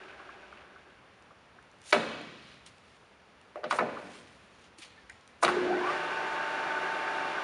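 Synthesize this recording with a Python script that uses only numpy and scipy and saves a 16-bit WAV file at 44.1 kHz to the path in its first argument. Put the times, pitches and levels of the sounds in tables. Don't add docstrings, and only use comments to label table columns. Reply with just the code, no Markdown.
import sys
import numpy as np
from scipy import signal
from scipy.io import wavfile

SR = 44100
rng = np.random.default_rng(int(sys.argv[2]) if len(sys.argv) > 2 else 0)


def how_loud(loudness_db):
    steps = np.asarray(loudness_db, float) / 20
    return 10 ** steps


def transcribe(signal):
    frames = np.atleast_2d(signal).T
    limited = np.clip(frames, -1, 1)
    pcm = np.round(limited * 32767).astype(np.int16)
    wavfile.write(sys.argv[1], SR, pcm)


N = 327663
BAND_EDGES_HZ = 18 * 2 ** (np.arange(29) / 3)


def spin():
    start_s, gain_hz_per_s, knee_hz, full_speed_hz = 5.42, 2480, 40, 1254
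    since = np.arange(N) / SR - start_s
    gaining = -gain_hz_per_s * np.maximum(since, 0) / knee_hz
    slot_hz = -knee_hz * np.logaddexp(gaining, -full_speed_hz / knee_hz)
    return since, np.maximum(slot_hz, 0) / full_speed_hz, since - full_speed_hz / gain_hz_per_s


def motor():
    since, speed, _ = spin()
    turn = 2 * np.pi * np.cumsum(speed) / SR
    return np.sqrt(2) * (slot_tones(speed, turn) + mains_growl(since) + gear_meshes(speed, turn))


def slot_tones(speed, turn):
    # pitch at full speed in Hz, level in dB.
    slots = [(895, -9), (1254, 4), (2148, -10), (2840, -13)]
    # frequency in Hz, level in dB.
    answer = [(300, -10), (720, 3), (960, -7), (1190, 3), (1500, 0), (3000, 0)]
    _, _, after = spin()
    load = how_loud(settle(-37, -76, after + 0.022, release_s=0.037)) * speed ** 0.81
    out = np.zeros(N)
    for hz, db in slots:
        waver_db = np.clip(4 * drift(25), -12, 4)
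        level = how_loud(db + at_hz(answer, 1 + hz * speed) + waver_db)
        out += load * level * np.sin(hz * turn + 2.2 * drift(30))
    return out


def mains_growl(since):
    growl_hz, attack_s, hold_s = 360, 0.063, 0.37
    swell_db = 3 * np.clip(1 - since / 0.2, 0, 1)
    current = how_loud(settle(-31.5, -62, since - hold_s, release_s=0.28) - swell_db)
    current *= np.clip(since / attack_s, 0, 1) ** 2
    growl = how_loud(0.5 * drift(7.5)) * np.sin(2 * np.pi * growl_hz * np.arange(N) / SR + 0.49 * drift(38))
    shaking = how_loud(-11) * rms_one(cut(rng.standard_normal(N), [220, 480], "band"))
    return current * (growl + shaking)


def gear_meshes(speed, turn):
    # pitch at full speed in Hz, level in dB rms.
    whine = [(166.9, -63), (780.6, -52), (893.6, -42), (1077, -53), (1254, -51), (1480, -50), (1712, -56),
             (1933, -58), (2116, -62), (2148, -61), (2320, -60), (2686, -63), (2724, -59), (2842, -59)]
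    # (ratio, level in dB rms).
    gear_pairs = [(376.8, [(1, -52), (2, -52), (3, -52)]), (597.5, [(1, -50), (2, -49), (4, -57)]),
                  (225.5, [(6, -54), (7, -50), (8, -57), (10, -63), (11, -62)])]
    tones = whine + [(hz * k, db) for hz, multiples in gear_pairs for k, db in multiples]
    out = np.zeros(N)
    for hz, db in tones:
        level = filled(how_loud(db + 1.3 * slow(8)))
        waver = filled(0.6 * slow(3) + 0.35 * slow(15)) / 1000
        out += level * np.sin(hz * (turn + waver))
    return how_loud(0.5) * out * speed ** 2.5


def headstock():
    # resonance in Hz, width in Hz, level in dB.
    housing = [(330, 60, -10), (377, 30, -14), (598, 40, -9), (735, 80, -3), (894, 40, -8),
               (1200, 130, -10), (1365, 50, -7), (1495, 26, 6), (1530, 30, 5), (1625, 45, 1), (1688, 20, 0),
               (1830, 80, -10), (2370, 90, -11), (2720, 50, -13), (2880, 80, -14)]
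    # resonance in Hz, width in Hz, level in dB.
    slack_train = [(377, 18, 1), (600, 40, -6), (790, 20, -3), (1320, 90, -9), (1505, 25, -1),
                   (1625, 30, 0), (2500, 700, -13)]
    # frequency in Hz, level in dB per Hz.
    roar_spectrum = [(35, -65), (60, -79), (239, -16), (371, -3.5), (516, -10.5), (588, -3), (818, -6),
                     (893, 1), (975, -6), (1510, -8), (2010, -10.5), (2800, -14), (7850, -35), (9360, -30),
                     (11400, -46), (14800, -88), (22000, -120)]
    tooth_hz, coast_s, attack_s, surge_s = 298.4, 1.37, 0.044, 0.084
    since, _, after = spin()
    t = np.arange(N) / SR
    roar = how_loud(-4.5) * hiss(roar_spectrum, patchy_db=0.4)
    coasting = how_loud(-3) * rattle(slack_train, 400, spread_db=0) + roar
    in_step = 1 + 0.11 * np.sin(2 * np.pi * tooth_hz * t)
    driven = how_loud(-6) * rattle(housing, 1200, spread_db=2) + roar
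    driven = cut(driven * in_step, 120, "high")
    coast_db = -49.5 - 26 * (t / coast_s) ** 2.12
    loaded_db = -2.5 * np.clip(-after / surge_s, 0, 1)
    surge_db = 3 * np.exp(-((after + 0.023) / surge_s) ** 2)
    driven_level = how_loud(-33.5 + loaded_db + surge_db) * np.clip(since / attack_s, 0, 1) ** 2
    return how_loud(coast_db) * coasting + driven_level * driven


def rattle(casting, per_s, spread_db):
    out, count = 0, int(per_s * N / SR)
    for hz, width_hz, level_db in casting:
        knocks = np.zeros(N)
        force_db = spread_db * np.minimum(rng.exponential(1, count), 4)
        knocks[rng.integers(0, N, count)] = how_loud(force_db) * rng.choice([-1, 1], count)
        knocks *= filled(how_loud(2.5 * slow(14)))
        out = out + how_loud(level_db) * np.sqrt(width_hz) * rms_one(ring(knocks, hz, 2.6 / width_hz))
    return rms_one(out)


def levers():
    # start in seconds, clank peak in dB, softness 0-1, cover ring in dB and crack in dB re clank.
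    blows = [(1.9249, -25.5, 0, -7, 11), (1.928, -9.5, 0.083, -10, -1), (1.932, -24, 0.76, -5, -6),
             (1.945, -30, 0.96, -17, -25), (1.963, -25, 1, -7, -16), (3.557, -35, 0.33, 0, -14),
             (3.634, -38.5, .45, 1, -12), (3.64, -28, 0.71, -6, -2), (3.71, -18, 0.25, -29, -3.5),
             (3.725, -22.5, 0.23, -8.5, -18), (3.787, -17, 0.48, -14.5, -13.5),
             (3.791, -20, 0.5, -8.5, -18), (3.808, -28, .98, 4, -30), (5.4251, -29, .1, -6, -6),
             (5.428, -17.5, 0.28, -7, -8), (5.434, -16.5, 0.58, -7, -11), (5.448, -16.5, .0, -25, 2),
             (5.4791, -15, 0.13, -17, -15), (5.489, -20, .3, -15, -4)]
    # frequency in Hz, level in dB.
    bed_modes = [(170, -12), (245, -8), (320, -12)]
    # frequency in Hz, level in dB.
    cover_modes = [(395, -9), (474, -16), (522, -5), (598, 3), (670, -12), (790, -12)]
    # frequency in Hz, level in dB.
    lever_modes = [(985, 4.5), (1110, 10), (1250, 12), (1340, -1), (1480, 13), (1680, 4), (1920, 5.5),
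                   (2200, 4)]
    # frequency in Hz, level in dB.
    pin_modes = [(2480, 1), (2950, -3), (3400, -5), (3900, -4), (4400, -8)]
    hard_db, soft_db = (-32, -15.5), (-3.5, -45)
    near, spread, t = np.zeros(N), np.zeros(N), np.arange(SR // 4) / SR
    click = 1.0 * (t == 0)
    bands_hz = [120, 320], [350, 994], [800, 1670], [2250, 4120]
    thud, body, clank, crack = (peak_one(cut(click, hz, "band", order=3)) for hz in bands_hz)
    top = peak_one(cut(click, 6000, "high", order=3))
    for s, peak_db, soft, body_db, crack_db in blows:
        thud_db, top_db = np.add(hard_db, np.clip(soft, 0, 1) * np.subtract(soft_db, hard_db))
        contact = how_loud(13) * click + rng.standard_normal(len(t)) * np.exp(-t / 0.0045)
        chatter = how_loud(8) * click + rng.standard_normal(len(t)) * np.exp(-t / 0.006)
        blow = struck(cut(contact, [800, 2600], "band"), lever_modes, t60=0.022)
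        blow += how_loud(thud_db - 13.5) * struck(cut(contact, [140, 350], "band"), bed_modes, t60=0.14)
        blow += how_loud(body_db - 0.5) * struck(cut(contact, [330, 800], "band"), cover_modes, t60=0.13)
        edge = peak_one(cut(chatter, [2300, 4600], "band", order=3))
        edge += how_loud(-1.5) * struck(cut(chatter, 2000, "high"), pin_modes, t60=0.022)
        blow += how_loud(crack_db - 11.5) * edge
        blow += how_loud(top_db + 1.6) * peak_one(cut(chatter, 6000, "high", order=4))
        even = clank + how_loud(thud_db + 0.5) * thud + how_loud(body_db + 3) * body
        even += how_loud(crack_db - 10.5) * crack + how_loud(top_db + 8) * top
        near[round(s * SR):][:len(t)] += how_loud(peak_db + 3) * blow
        spread[round(s * SR):][:len(t)] += how_loud(peak_db) * even
    return near, spread


def struck(contact, modes, t60):
    chance = rng.normal(0, 1, (len(modes), 2))
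    rung = 0
    for (hz, db), (more, off) in zip(modes, chance):
        rung = rung + how_loud(db + 2 * more) * ring(contact, hz * (1 + 0.012 * off), t60)
    return peak_one(rung)


def small_touches():
    # start in seconds, peak in dB, pitch in Hz.
    knocks = [(0.197, -34, 1290), (0.288, -32, 1310), (0.522, -35.5, 1340), (0.759, -38.5, 1340),
              (1.303, -39, 1190), (1.311, -41.5, 590), (1.583, -37.5, 1430), (2.661, -55, 2290),
              (3.965, -26, 1160), (4.782, -39, 298), (5.095, -30.5, 1850), (5.559, -13.5, 383)]
    # start in seconds, peak in dB.
    bright = [(1.2233, -53), (1.626, -54), (1.714, -55), (1.7854, -58), (1.816, -46), (2.2134, -47),
              (2.6628, -40), (2.7816, -51), (3.4133, -52), (3.4844, -67), (3.727, -35), (3.762, -46),
              (4.6144, -64), (4.6413, -52), (4.785, -39), (5.097, -39), (5.121, -55), (5.2095, -56),
              (5.2759, -46)]
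    # start in seconds, peak in dB, pitch in Hz, T60 in seconds.
    rod = [
        (4.965, -51, 1770, 0.16),
        (5.098, -58, 1750, 0.13),
    ]
    out = puffs([(*row, 0.04) for row in knocks], width=1.2, rise_s=0.008, level_db=-1.5)
    out += puffs([(*row, 4600, 0.009) for row in bright], width=2.1, rise_s=0.0012, level_db=3)
    return out + puffs(rod, width=1.02, rise_s=0.003, level_db=-2.5)


def puffs(events, width, rise_s, level_db):
    out, t = np.zeros(N), np.arange(SR // 5) / SR
    for s, peak_db, hz, t60 in events:
        band_hz = [hz / width, min(hz * width, 0.4 * SR)]
        puff = rms_one(cut(rng.standard_normal(len(t)), band_hz, "band", order=3))
        decay = how_loud(peak_db + level_db - 60 * t / max(t60, 0.003))
        out[round(s * SR):][:len(t)] += decay * puff * np.minimum(t / rise_s, 1)
    return out


def scuffs():
    # loudest at seconds, swell and fade in seconds per 20 dB, level in dB, top above 6 kHz in dB.
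    rubs = [(1.875, 0.067, 0.29, -56, 0.5), (1.914, 0.034, 0.0062, -50.5, 9.5),
            (2.51, 0.52, .2, -59.5, -13.5), (2.664, 0.0064, 0.045, -52, -4.5),
            (2.92, 0.41, 0.32, -70, -4.5), (3.709, 0.0093, 0.028, -40.5, -4),
            (3.765, 0.048, 0.039, -51.5, 4), (4.16, 0.51, 0.32, -57.5, -5), (4.67, 0.42, 0.054, -65.5, -9),
            (4.79, 0.013, 0.067, -60.5, 4), (4.824, 0.017, 0.079, -48, -9), (4.93, 0.12, 1, -66.5, -15),
            (5.433, 0.01, 0.022, -42, 11.5), (5.45, 0.026, 0.0075, -46, 0)]
    # frequency in Hz, level in dB per Hz.
    friction = [(400, -24), (1200, -6), (2500, 0), (5500, -4), (11400, -4)]
    t = np.arange(N) / SR
    strokes = []
    for s, swell_s, fade_s, db, _ in rubs:
        away = np.clip(np.maximum((s - t) / swell_s, (t - s) / fade_s), 0, 5)
        strokes.append(how_loud(db - 20 * away))
    strokes = np.array(strokes)
    grain = hiss(friction, patchy_db=1.2) * how_loud(1.5 * drift(150))
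    low = strokes.sum(axis=0) * how_loud(1) * rms_one(cut(grain, 4770, "low", order=4))
    top = how_loud(np.array(rubs)[:, 4]) @ strokes
    return low + top * rms_one(cut(grain, 5780, "high", order=4))


def shop(x):
    # frequency in Hz, T60 in seconds.
    hall_t60 = [(120, 2.02), (300, 1.23), (700, 0.85), (1500, 1.15), (3000, 1.55), (6000, 1.45),
                (10000, 0.54)]
    # frequency in Hz, level in dB.
    hall_colour = [(120, -5), (300, 3), (700, 9.5), (1500, -6), (2700, 7.5), (4000, 5), (6500, 5),
                   (10000, 5)]
    t = np.arange(N // 5) / SR
    panels = 1 + how_loud(12.5) * np.exp(-t / 0.017)
    tail = banded(rng.standard_normal((2, len(t))),
                  lambda hz: how_loud(at_hz(hall_colour, hz) - 60 * t / at_hz(hall_t60, hz)))
    tail *= panels * np.clip((t - 0.004) / 0.012, 0, 1)
    return signal.fftconvolve(x, tail / np.sqrt(np.sum(tail ** 2)))[:N]


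def shop_air():
    # frequency in Hz, level in dB per Hz.
    air = [(12, -67), (20, -46), (64, -2.5), (172, -7.5), (230, -2.5), (277, -10), (316, -9.5), (391, -6.5),
           (702, -7.5), (1400, -8.5), (1730, -11), (2580, -13.5), (4380, -23), (9720, -36), (11400, -22),
           (14800, -70), (22000, -120)]
    return how_loud(-59) * hiss(air, patchy_db=-0.36)


def hiss(spectrum, patchy_db):
    together = slow(12)

    def gain(hz):
        flicker = 0.64 * together + slow(7.9)
        return filled(how_loud(at_hz(spectrum, hz) + patchy_db * flicker))
    return rms_one(banded(rng.standard_normal((2, N)), gain))


def banded(white, gain):
    out = 0
    for k, (low, high) in enumerate(zip(BAND_EDGES_HZ, BAND_EDGES_HZ[1:])):
        out = out + gain(np.sqrt(low * high)) * cut(white[k % len(white)], [low, high], "band")
    return out


def at_hz(points, hz):
    table_hz, value = np.transpose(points)
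    return np.interp(np.log(hz), np.log(table_hz), value)


def ring(clicks, hz, t60):
    r, w = how_loud(-60 / (t60 * SR)), 2 * np.pi * hz / SR
    return signal.lfilter([0, np.sin(w)], [1, -2 * r * np.cos(w), r * r], clicks + 1e-18)


def cut(x, hz, kind, order=2):
    return signal.sosfilt(signal.butter(order, hz, kind, fs=SR, output="sos"), x)


def settle(from_db, to_db, after, release_s):
    return to_db + (from_db - to_db) * np.exp(-np.maximum(after, 0) / release_s)


def slow(rate_hz):
    r = np.exp(-80 * np.pi * rate_hz / SR)
    white = rng.standard_normal(N // 40 + 2002)
    return rms_one(signal.lfilter([1], [1, -2 * r, r * r], white)[2000:])


def filled(coarse):
    return np.interp(np.arange(N) / 40, np.arange(len(coarse)), coarse)


def drift(rate_hz):
    return filled(slow(rate_hz))


def rms_one(x):
    return x / np.sqrt(np.mean(x ** 2) + 1e-20)


def peak_one(x):
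    return x / np.abs(x).max()


def scene():
    near, spread = levers()
    touches = small_touches()
    steady = motor() + headstock() + scuffs()
    diffuse = shop(how_loud(5) * spread + how_loud(-10) * touches)
    return (near + touches + steady + diffuse + shop_air())[None]


def roll_off(x):
    return signal.sosfilt(signal.butter(12, 11570, fs=SR, output="sos"), x)


def record(dry):
    dipped = dry - 0.62 * signal.lfilter(*signal.iirpeak(7900, 9, fs=SR), dry)
    return roll_off(cut(dipped, 9970, "low", order=10))


dry = scene()
out = record(dry)
transcribe(out)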